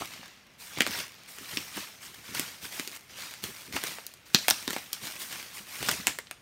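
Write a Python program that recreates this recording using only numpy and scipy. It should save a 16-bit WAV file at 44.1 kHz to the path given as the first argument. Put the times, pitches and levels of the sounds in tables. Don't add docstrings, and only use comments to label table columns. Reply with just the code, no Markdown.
import sys
import numpy as np
from scipy import signal
from scipy.fft import rfft, irfft
from scipy.io import wavfile
from scipy.ndimage import uniform_filter1d

SR = 44100
rng = np.random.default_rng(int(sys.argv[2]) if len(sys.argv) > 2 else 0)


def materialize(psi):
    bounded = np.clip(np.atleast_2d(psi).T, -1, 1)
    quanta = np.round(bounded * 32767).astype(np.int16)
    wavfile.write(sys.argv[1], SR, quanta)


N = 282840
THUD_HZ = 274.62


def leaves(crush_db, crisp_db, body_db=0.5, packed_db=-7.5, slide_db=5, swish_db=-1, stalk_db=-5):
    # (frequency [Hz], level [dB])
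    body_spectrum = [(700, -17.5), (1300, -4.5), (2200, 1.5), (3000, 0), (4200, -1), (5600, -1), (7000, -7),
                     (9500, -36.5)]
    # (frequency [Hz], level [dB])
    crisp_spectrum = [(4500, -14), (7000, -9.5), (8200, -2.5), (9400, -2), (10400, -7.5), (12500, -3.5),
                      (15600, -6.5)]
    # (frequency [Hz], level [dB])
    packed_spectrum = [(220, -7.5), (420, -6), (700, -2), (1100, 1.5), (1500, -4.5), (2400, -21.5)]
    busy = amp(.5 * (crush_db + 47))
    clicks = fractures(11000 * busy, spread_db=1, clump_db=3, clump_s=.006)
    bursts = amp(stalk_db) * stalks(35 * busy)
    rings = leaf_rings(clicks)
    slide = amp(slide_db) * rng.standard_normal(N)
    crackle = shifting_leaves(rings + slide + bursts)
    swish = amp(swish_db) * rng.standard_normal(N)
    body = amp(crush_db + body_db) * steady(colour(crackle, body_spectrum))
    edges = amp(crisp_db) * steady(colour(crackle + swish, crisp_spectrum))
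    packed = amp(crush_db + packed_db) * steady(colour(crackle, packed_spectrum))
    return body + edges + packed


def boot_strokes(hold_s=0.018555, stir_db=-65.5, stir_crisp_db=-8):
    # (start [s], rise [s], time to fade by 20 dB [s], crush [dB], edges relative to crush [dB])
    strokes = [(0.0, 0.001667, 0.2549, -43, -4.5), (0.108, 0.02083, 0.2185, -48, -10.5),
               (0.18, 0.06423, 0.2512, -53.5, -12.5), (0.575, .055, 0.6731, -50, 0),
               (0.68, 0.15104, 0.3495, -42.5, -13.5), (0.839, 0.14533, 0.0961, -36.5, -5.5),
               (1.06, 0.1751, 0.3989, -57, -13), (1.27, 0.01961, 0.4784, -52, 1.5),
               (1.33, 0.1219, 1.0481, -48.5, -4.5), (1.45, 0.08417, 0.4016, -43.5, -2),
               (1.709, 0.07805, 0.1576, -41, -4.5), (1.999, 0.03985, 0.1838, -48, -2),
               (2.13, 0.02654, 0.2031, -53.5, -3), (2.2, 0.12049, 0.0019, -46.5, -4.5),
               (2.339, 0.0118, 0.256, -36.5, -3.5), (2.607, 0.03405, 0.1042, -44.5, -0.5),
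               (2.68, 0.08343, 0.2774, -43, -1.5), (2.901, 0.05456, 0.0006, -47, -1.5),
               (3.08, 0.03366, 0.58, -51, -7.5), (3.14, 0.07602, 0.2966, -43, -4.5),
               (3.42, 0.01942, 0.2009, -43.5, -1), (3.53, 0.06092, 0.5954, -51, -2),
               (3.719, 0.0325, 0.2116, -39, -5.5), (3.82, 0.03338, 0.2084, -39, -3),
               (4.25, 0.01483, 2.0967, -56.5, -3), (4.329, 0.02464, 0.822, -44, -2.5),
               (4.48, 0.02542, 0.3392, -43.5, -2), (4.65, 0.0891, 0.1769, -43, -3.5),
               (4.92, 0.01298, 0.1764, -47, -3), (5.002, 0.05133, 0.331, -41.5, -2.5),
               (5.185, 0.01558, 0.2139, -44, 2.5), (5.28, 0.05705, 0.3238, -42, -4),
               (5.519, 0.04508, 0.1116, -45.5, -0.5), (5.63, 0.1603, 0.1219, -43.5, -1.5),
               (5.79, 0.10823, 0.216, -35.5, -4), (6.06, 0.01674, 0.0854, -39, -4)]
    crush = np.full(N, amp(stir_db) ** 2)
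    crisp = np.full(N, amp(stir_db + stir_crisp_db) ** 2)
    for start, rise_s, fade_s, crush_db, crisp_db in strokes:
        power = amp(crush_db) ** 2 * press(rise_s, hold_s, fade_s)
        add(crush, start, power)
        add(crisp, start, amp(crisp_db) ** 2 * power)
    return 10 * np.log10(crush), 10 * np.log10(crisp)


def press(rise_s, hold_s, fade_s, curve=1.1615):
    t = np.arange(0, rise_s + hold_s + 2 * fade_s, 1 / SR)
    attack = np.sin(np.pi / 2 * np.minimum(t / rise_s, 1)) ** curve
    release = amp(-20 * np.maximum(t - rise_s - hold_s, 0) / fade_s)
    return (attack * release) ** 2


def fractures(per_s, spread_db, clump_db, clump_s):
    size = amp(spread_db * np.minimum(rng.exponential(1, N), 4)) * rng.choice([-1, 1], N)
    knots = np.arange(0, N, max(clump_s * SR, 20))
    clumps = np.interp(np.arange(N), knots, rng.standard_normal(N)[:len(knots)])
    breaks = rng.random(N) < per_s / SR
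    return evened(size * breaks * amp(clump_db * np.clip(clumps, -2, 2)))


def leaf_rings(clicks, width_hz=282.44, count=48):
    leaf = rng.integers(0, count, N // 8 + 1).repeat(8)[:N]
    pitches = np.linspace(np.sqrt(500), np.sqrt(15700), count) ** 2
    widths = width_hz * np.sqrt(pitches / pitches.mean())
    gains = 1 / np.hypot(1, pitches / 2600)
    rings = (gains[k] * ring(clicks * (leaf == k), hz, hz / widths[k]) for k, hz in enumerate(pitches))
    return evened(sum(rings))


def stalks(per_s, decay_s=0.000478):
    breaks = fractures(per_s, spread_db=-1, clump_db=-5, clump_s=0.048)
    power = signal.lfilter([1], [1, -np.exp(-1 / (decay_s * SR))], breaks ** 2 + 1e-20)
    return evened(np.sqrt(power) * rng.standard_normal(N))


def shifting_leaves(x, depth_db=2, patch_s=.07, patch_hz=260, size=512):
    spectra = signal.stft(x, nperseg=size)[2]
    patches = uniform_filter1d(rng.standard_normal(spectra.shape), round(patch_hz * size / SR), axis=0)
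    patches = uniform_filter1d(patches, round(patch_s * SR / size), axis=1)
    return signal.istft(spectra * amp(depth_db * evened(patches)), nperseg=size)[1][:N]


def twigs(usual_thud_db=-33.5, db_per_octave=31.5):
    # (time [s], crack [dB], wood pitch [Hz], splinter tick [dB], knock [dB], thud [dB])
    snaps = [(0.0116, -37.5, 1910, -53.5, -34, -42.5), (0.0207, -33, 1718, -50.5, -26.5, -38.5),
             (0.2307, -48, 2198, -66, -42, -62.5), (0.7738, -33.5, 2206, -52, -39.5, -44),
             (0.786, -34.5, 2601, -38.5, -35.5, -36.5), (0.8063, -15, 2388, -26, -23, -25.5),
             (0.8196, -22.5, 2635, -29.5, -53, -36), (0.8656, -27, 2727, -35, -29, -43.5),
             (0.8739, -32.5, 2211, -34.5, -36.5, -34.5), (0.99, -40, 3003, -36, -49, -46),
             (1.3854, -43, 3053, -42.5, -49, -49), (1.572, -22.5, 4475, -36.5, -50.5, -31.5),
             (1.777, -58, 2900, -57, -36.5, -35.5), (2.396, -28.5, 3652, -24, -44, -29.5),
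             (2.654, -37, 2546, -55, -67, -50.5), (2.797, -28, 3300, -34.5, -48, -32),
             (2.8758, -33.5, 4313, -34.5, -60, -41.5), (3.3386, -39, 2375, -43.5, -53.5, -70.5),
             (3.4396, -30.5, 3587, -30.5, -47.5, -38), (3.7259, -38.5, 4256, -40, -48, -57),
             (3.7628, -30, 2668, -36.5, -38, -41.5), (3.766, -29, 2804, -37, -29, -37.5),
             (3.838, -31, 3196, -29, -37.5, -37.5), (3.985, -42, 2415, -54, -38, -55),
             (4.0663, -34.5, 6131, -32.5, -78.5, -57.5), (4.1389, -48.5, 4212, -44, -58, -66),
             (4.3469, -9.5, 5100, -19.5, -25, -18), (4.3553, -21.5, 3586, -40, -44.5, -28.5),
             (4.3873, -33, 4486, -36, -49.5, -47.5), (4.483, -18, 2586, -18.5, -20, -37),
             (4.4899, -25, 3956, -23.5, -44, -46), (4.5018, -23, 4652, -16.5, -42.5, -40.5),
             (4.5083, -15, 4800, -18.5, -24.5, -39.5), (4.6783, -26, 3672, -30.5, -34.5, -28),
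             (4.7063, -31, 3643, -32, -38, -33), (4.7309, -35.5, 3606, -35.5, -37, -38.5),
             (4.7641, -29.5, 2133, -40, -26.5, -33), (4.931, -26.5, 5741, -24, -48.5, -46.5),
             (5.3266, -43.5, 3600, -36.5, -45.5, -50.5), (5.8279, -30.5, 2505, -34.5, -33.5, -39.5),
             (5.887, -27.5, 3286, -29, -25, -60.5), (5.891, -21, 5265, -34, -27.5, -56.5),
             (5.9143, -29, 2812, -25, -34, -49.5), (6.0702, -18.5, 2500, -20, -26.5, -35),
             (6.0791, -26.5, 2800, -30.5, -54.5, -37), (6.1877, -27.5, 1817, -34.5, -32.5, -46.5),
             (6.2706, -45.5, 3006, -69.5, -64, -72.5), (6.3116, -36, 2942, -36.5, -39.5, -50)]
    out = np.zeros(N)
    for s, crack_db, wood_hz, tick_db, knock_db, thud_db in snaps:
        thud_hz = THUD_HZ * 2 ** ((usual_thud_db - thud_db) / db_per_octave)
        snap = twig(crack_db, wood_hz, tick_db, knock_db, thud_db, thud_hz)
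        add(out, s - .0003, scatter(snap, near_db=-6, far_db=-13.5))
    return out


def twig(crack_db, wood_hz, tick_db, knock_db, thud_db, thud_hz, ring_db=-2, blow_s=.003, size=1200):
    # (frequency [multiple of wood pitch], level [dB])
    crack_spectrum = [(.28, -19), (.5, -3.5), (.85, -3), (1.25, -6), (1.7, -9), (2.6, -17)]
    # (frequency [Hz], level [dB])
    tick_spectrum = [(4500, -26), (6800, -2), (9200, 2.5), (10500, -3.5), (13000, -1.5), (15800, -3)]
    # (frequency [Hz], level [dB])
    knock_spectrum = [(200, -17), (420, -5.5), (650, 0.5), (950, 0.5), (1300, -0.5), (1700, -4),
                      (3000, -36.5)]
    t = np.arange(size) / SR
    fibres = rfft(rng.standard_normal(size) * (1 - np.exp(-t / .0001)) * np.exp(-t / .0011))
    tear = irfft(fibres / np.cbrt(abs(fibres))) * np.exp(-t / .006)
    crack = colour(tear, [(multiple * wood_hz, db) for multiple, db in crack_spectrum])
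    crack = crack + amp(ring_db) * ring(crack, wood_hz, q=4.325)
    tick = colour(tear, tick_spectrum)
    knock = colour(tear, knock_spectrum)
    thud = ring(ring(signal.unit_impulse(size), thud_hz, q=2.0585), thud_hz, q=1)
    parts = [(crack_db, crack), (tick_db, tick), (knock_db, knock), (thud_db, thud)]
    return sum(amp(db) * evened(part) for db, part in parts) * np.sqrt(blow_s * SR / size)


def sprigs(crush_db, per_s=14, over_db=1.5, spread_db=3, low_hz=2800, high_hz=5631, count=150):
    out = np.zeros(N)
    for when, chance, size, pitch in rng.random((count, 4)):
        if chance < per_s * N / SR / count:
            db = crush_db[int(when * N)] + over_db + spread_db * (2 * size - 1)
            wood_hz = low_hz + pitch * (high_hz - low_hz)
            snap = twig(db, wood_hz, tick_db=db - 1, knock_db=db - 9, thud_db=db - 13, thud_hz=THUD_HZ)
            add(out, when * N / SR, snap)
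    return scatter(out, near_db=-14.5, far_db=-24)[:N]


def soil(crush_db, share_db=-16.5):
    # (time [s], level [dB])
    thumps = [(0.0, -49), (0.19, -54.5), (0.77, -45.5), (0.81, -51), (0.875, -44.5), (0.97, -52),
              (1.405, -52), (1.53, -48.5), (1.575, -48.5), (1.755, -44), (2.085, -59.5), (2.18, -57),
              (2.289, -45.5), (2.345, -51), (2.39, -46.5), (2.629, -52), (3.12, -59.5), (3.225, -63.5),
              (3.429, -46.5), (3.48, -49.5), (3.679, -48.5), (3.735, -40.5), (3.885, -54.5), (4.5, -49),
              (4.675, -44.5), (5.019, -48.5), (5.3, -60.5), (5.592, -54.5), (5.803, -44.5), (5.865, -40.5),
              (5.914, -43.5), (5.983, -46), (6.068, -45)]
    # (frequency [Hz], level [dB])
    soil_spectrum = [(25, -41), (50, -9), (90, 1.5), (180, 2.5), (300, -0.5), (450, -5.5), (900, -34.5)]
    lurches = fractures(900, spread_db=1, clump_db=1, clump_s=0.015)
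    load = amp(crush_db + share_db) ** 2
    for s, db in thumps:
        add(load, s, amp(db) ** 2 * press(rise_s=0.005917, hold_s=0.01695, fade_s=0.04545))
    return np.sqrt(load) * steady(colour(lurches, soil_spectrum))


def scatter(x, near_db, far_db, near_s=0.010191, bass_hz=330, absorb_hz=10000, size=24000):
    # (frequency [Hz], time to fade by 60 dB [s])
    wood_t60 = [(150, 0.273), (700, 0.2122), (2500, 0.2684), (5500, 0.4454), (9500, 0.3991),
                (16000, 0.1651)]
    t = np.arange(size) / SR
    near = rng.standard_normal(size) * (rng.random(size) < .15) * np.exp(-t / near_s) * (t > .002)
    hz, frame_s, spectra = signal.stft(rng.standard_normal(size), SR, nperseg=256)
    decay = amp(-60 * frame_s / read(wood_t60, hz)[:, None])
    far = signal.istft(spectra * decay, SR, nperseg=256)[1][:size] * (t > .008)
    echoes = (amp(near_db) * evened(near) + amp(far_db) * evened(far)) / np.sqrt(size)
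    echoes = signal.lfilter(*signal.butter(1, [bass_hz, absorb_hz], "bandpass", fs=SR), echoes)
    return signal.fftconvolve(x, echoes + signal.unit_impulse(size))


def air(level_db=-60):
    # (frequency [Hz], level [dB])
    air_spectrum = [(25, -27.5), (55, -7), (110, -3.5), (180, -3), (280, -8.5), (450, -10), (900, -14),
                    (2400, -11), (4500, -20), (7500, -44.5), (10500, -29), (15500, -36.5)]
    return amp(level_db) * evened(colour(rng.standard_normal(N), air_spectrum))


def colour(x, points, size=4096):
    hz = np.maximum(abs(np.fft.fftfreq(size, 1 / SR)), 5)
    octaves_outside = abs(np.log2(hz / np.clip(hz, points[0][0], points[-1][0])))
    log_gain = np.log(amp(np.maximum(read(points, hz) - 24 * octaves_outside, -90)))
    taps = np.fft.ifft(np.exp(np.conj(signal.hilbert(log_gain)))).real[:size // 2]
    return signal.fftconvolve(x, taps)[:len(x)]


def ring(x, hz, q):
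    return signal.lfilter(*signal.iirpeak(min(hz, SR / 2.5), max(q, 1), fs=SR), x)


def steady(x, size=3000):
    return x / np.sqrt(abs(uniform_filter1d(x ** 2, size)) + 1e-9)


def evened(x):
    return x / np.sqrt(np.mean(x ** 2) + 1e-20)


def amp(db):
    return 10 ** (np.asarray(db) / 20)


def read(points, hz):
    f, value = np.transpose(points)
    return np.interp(np.log(hz + 1), np.log(f + 1), value)


def add(mix, s, sound):
    part = mix[max(round(s * SR), 0):][:len(sound)]
    part += sound[:len(part)]


def scene():
    crush_db, crisp_db = boot_strokes()
    return (leaves(crush_db, crisp_db) + soil(crush_db) + sprigs(crush_db) + twigs() + air())[None]


def record(dry, edge_hz=15800):
    lowpass = signal.firwin(255, edge_hz, window=("kaiser", 8), fs=SR)
    return signal.oaconvolve(np.clip(dry, -1, 1), lowpass[None], "same")


dry = scene()
out = record(dry)
materialize(out)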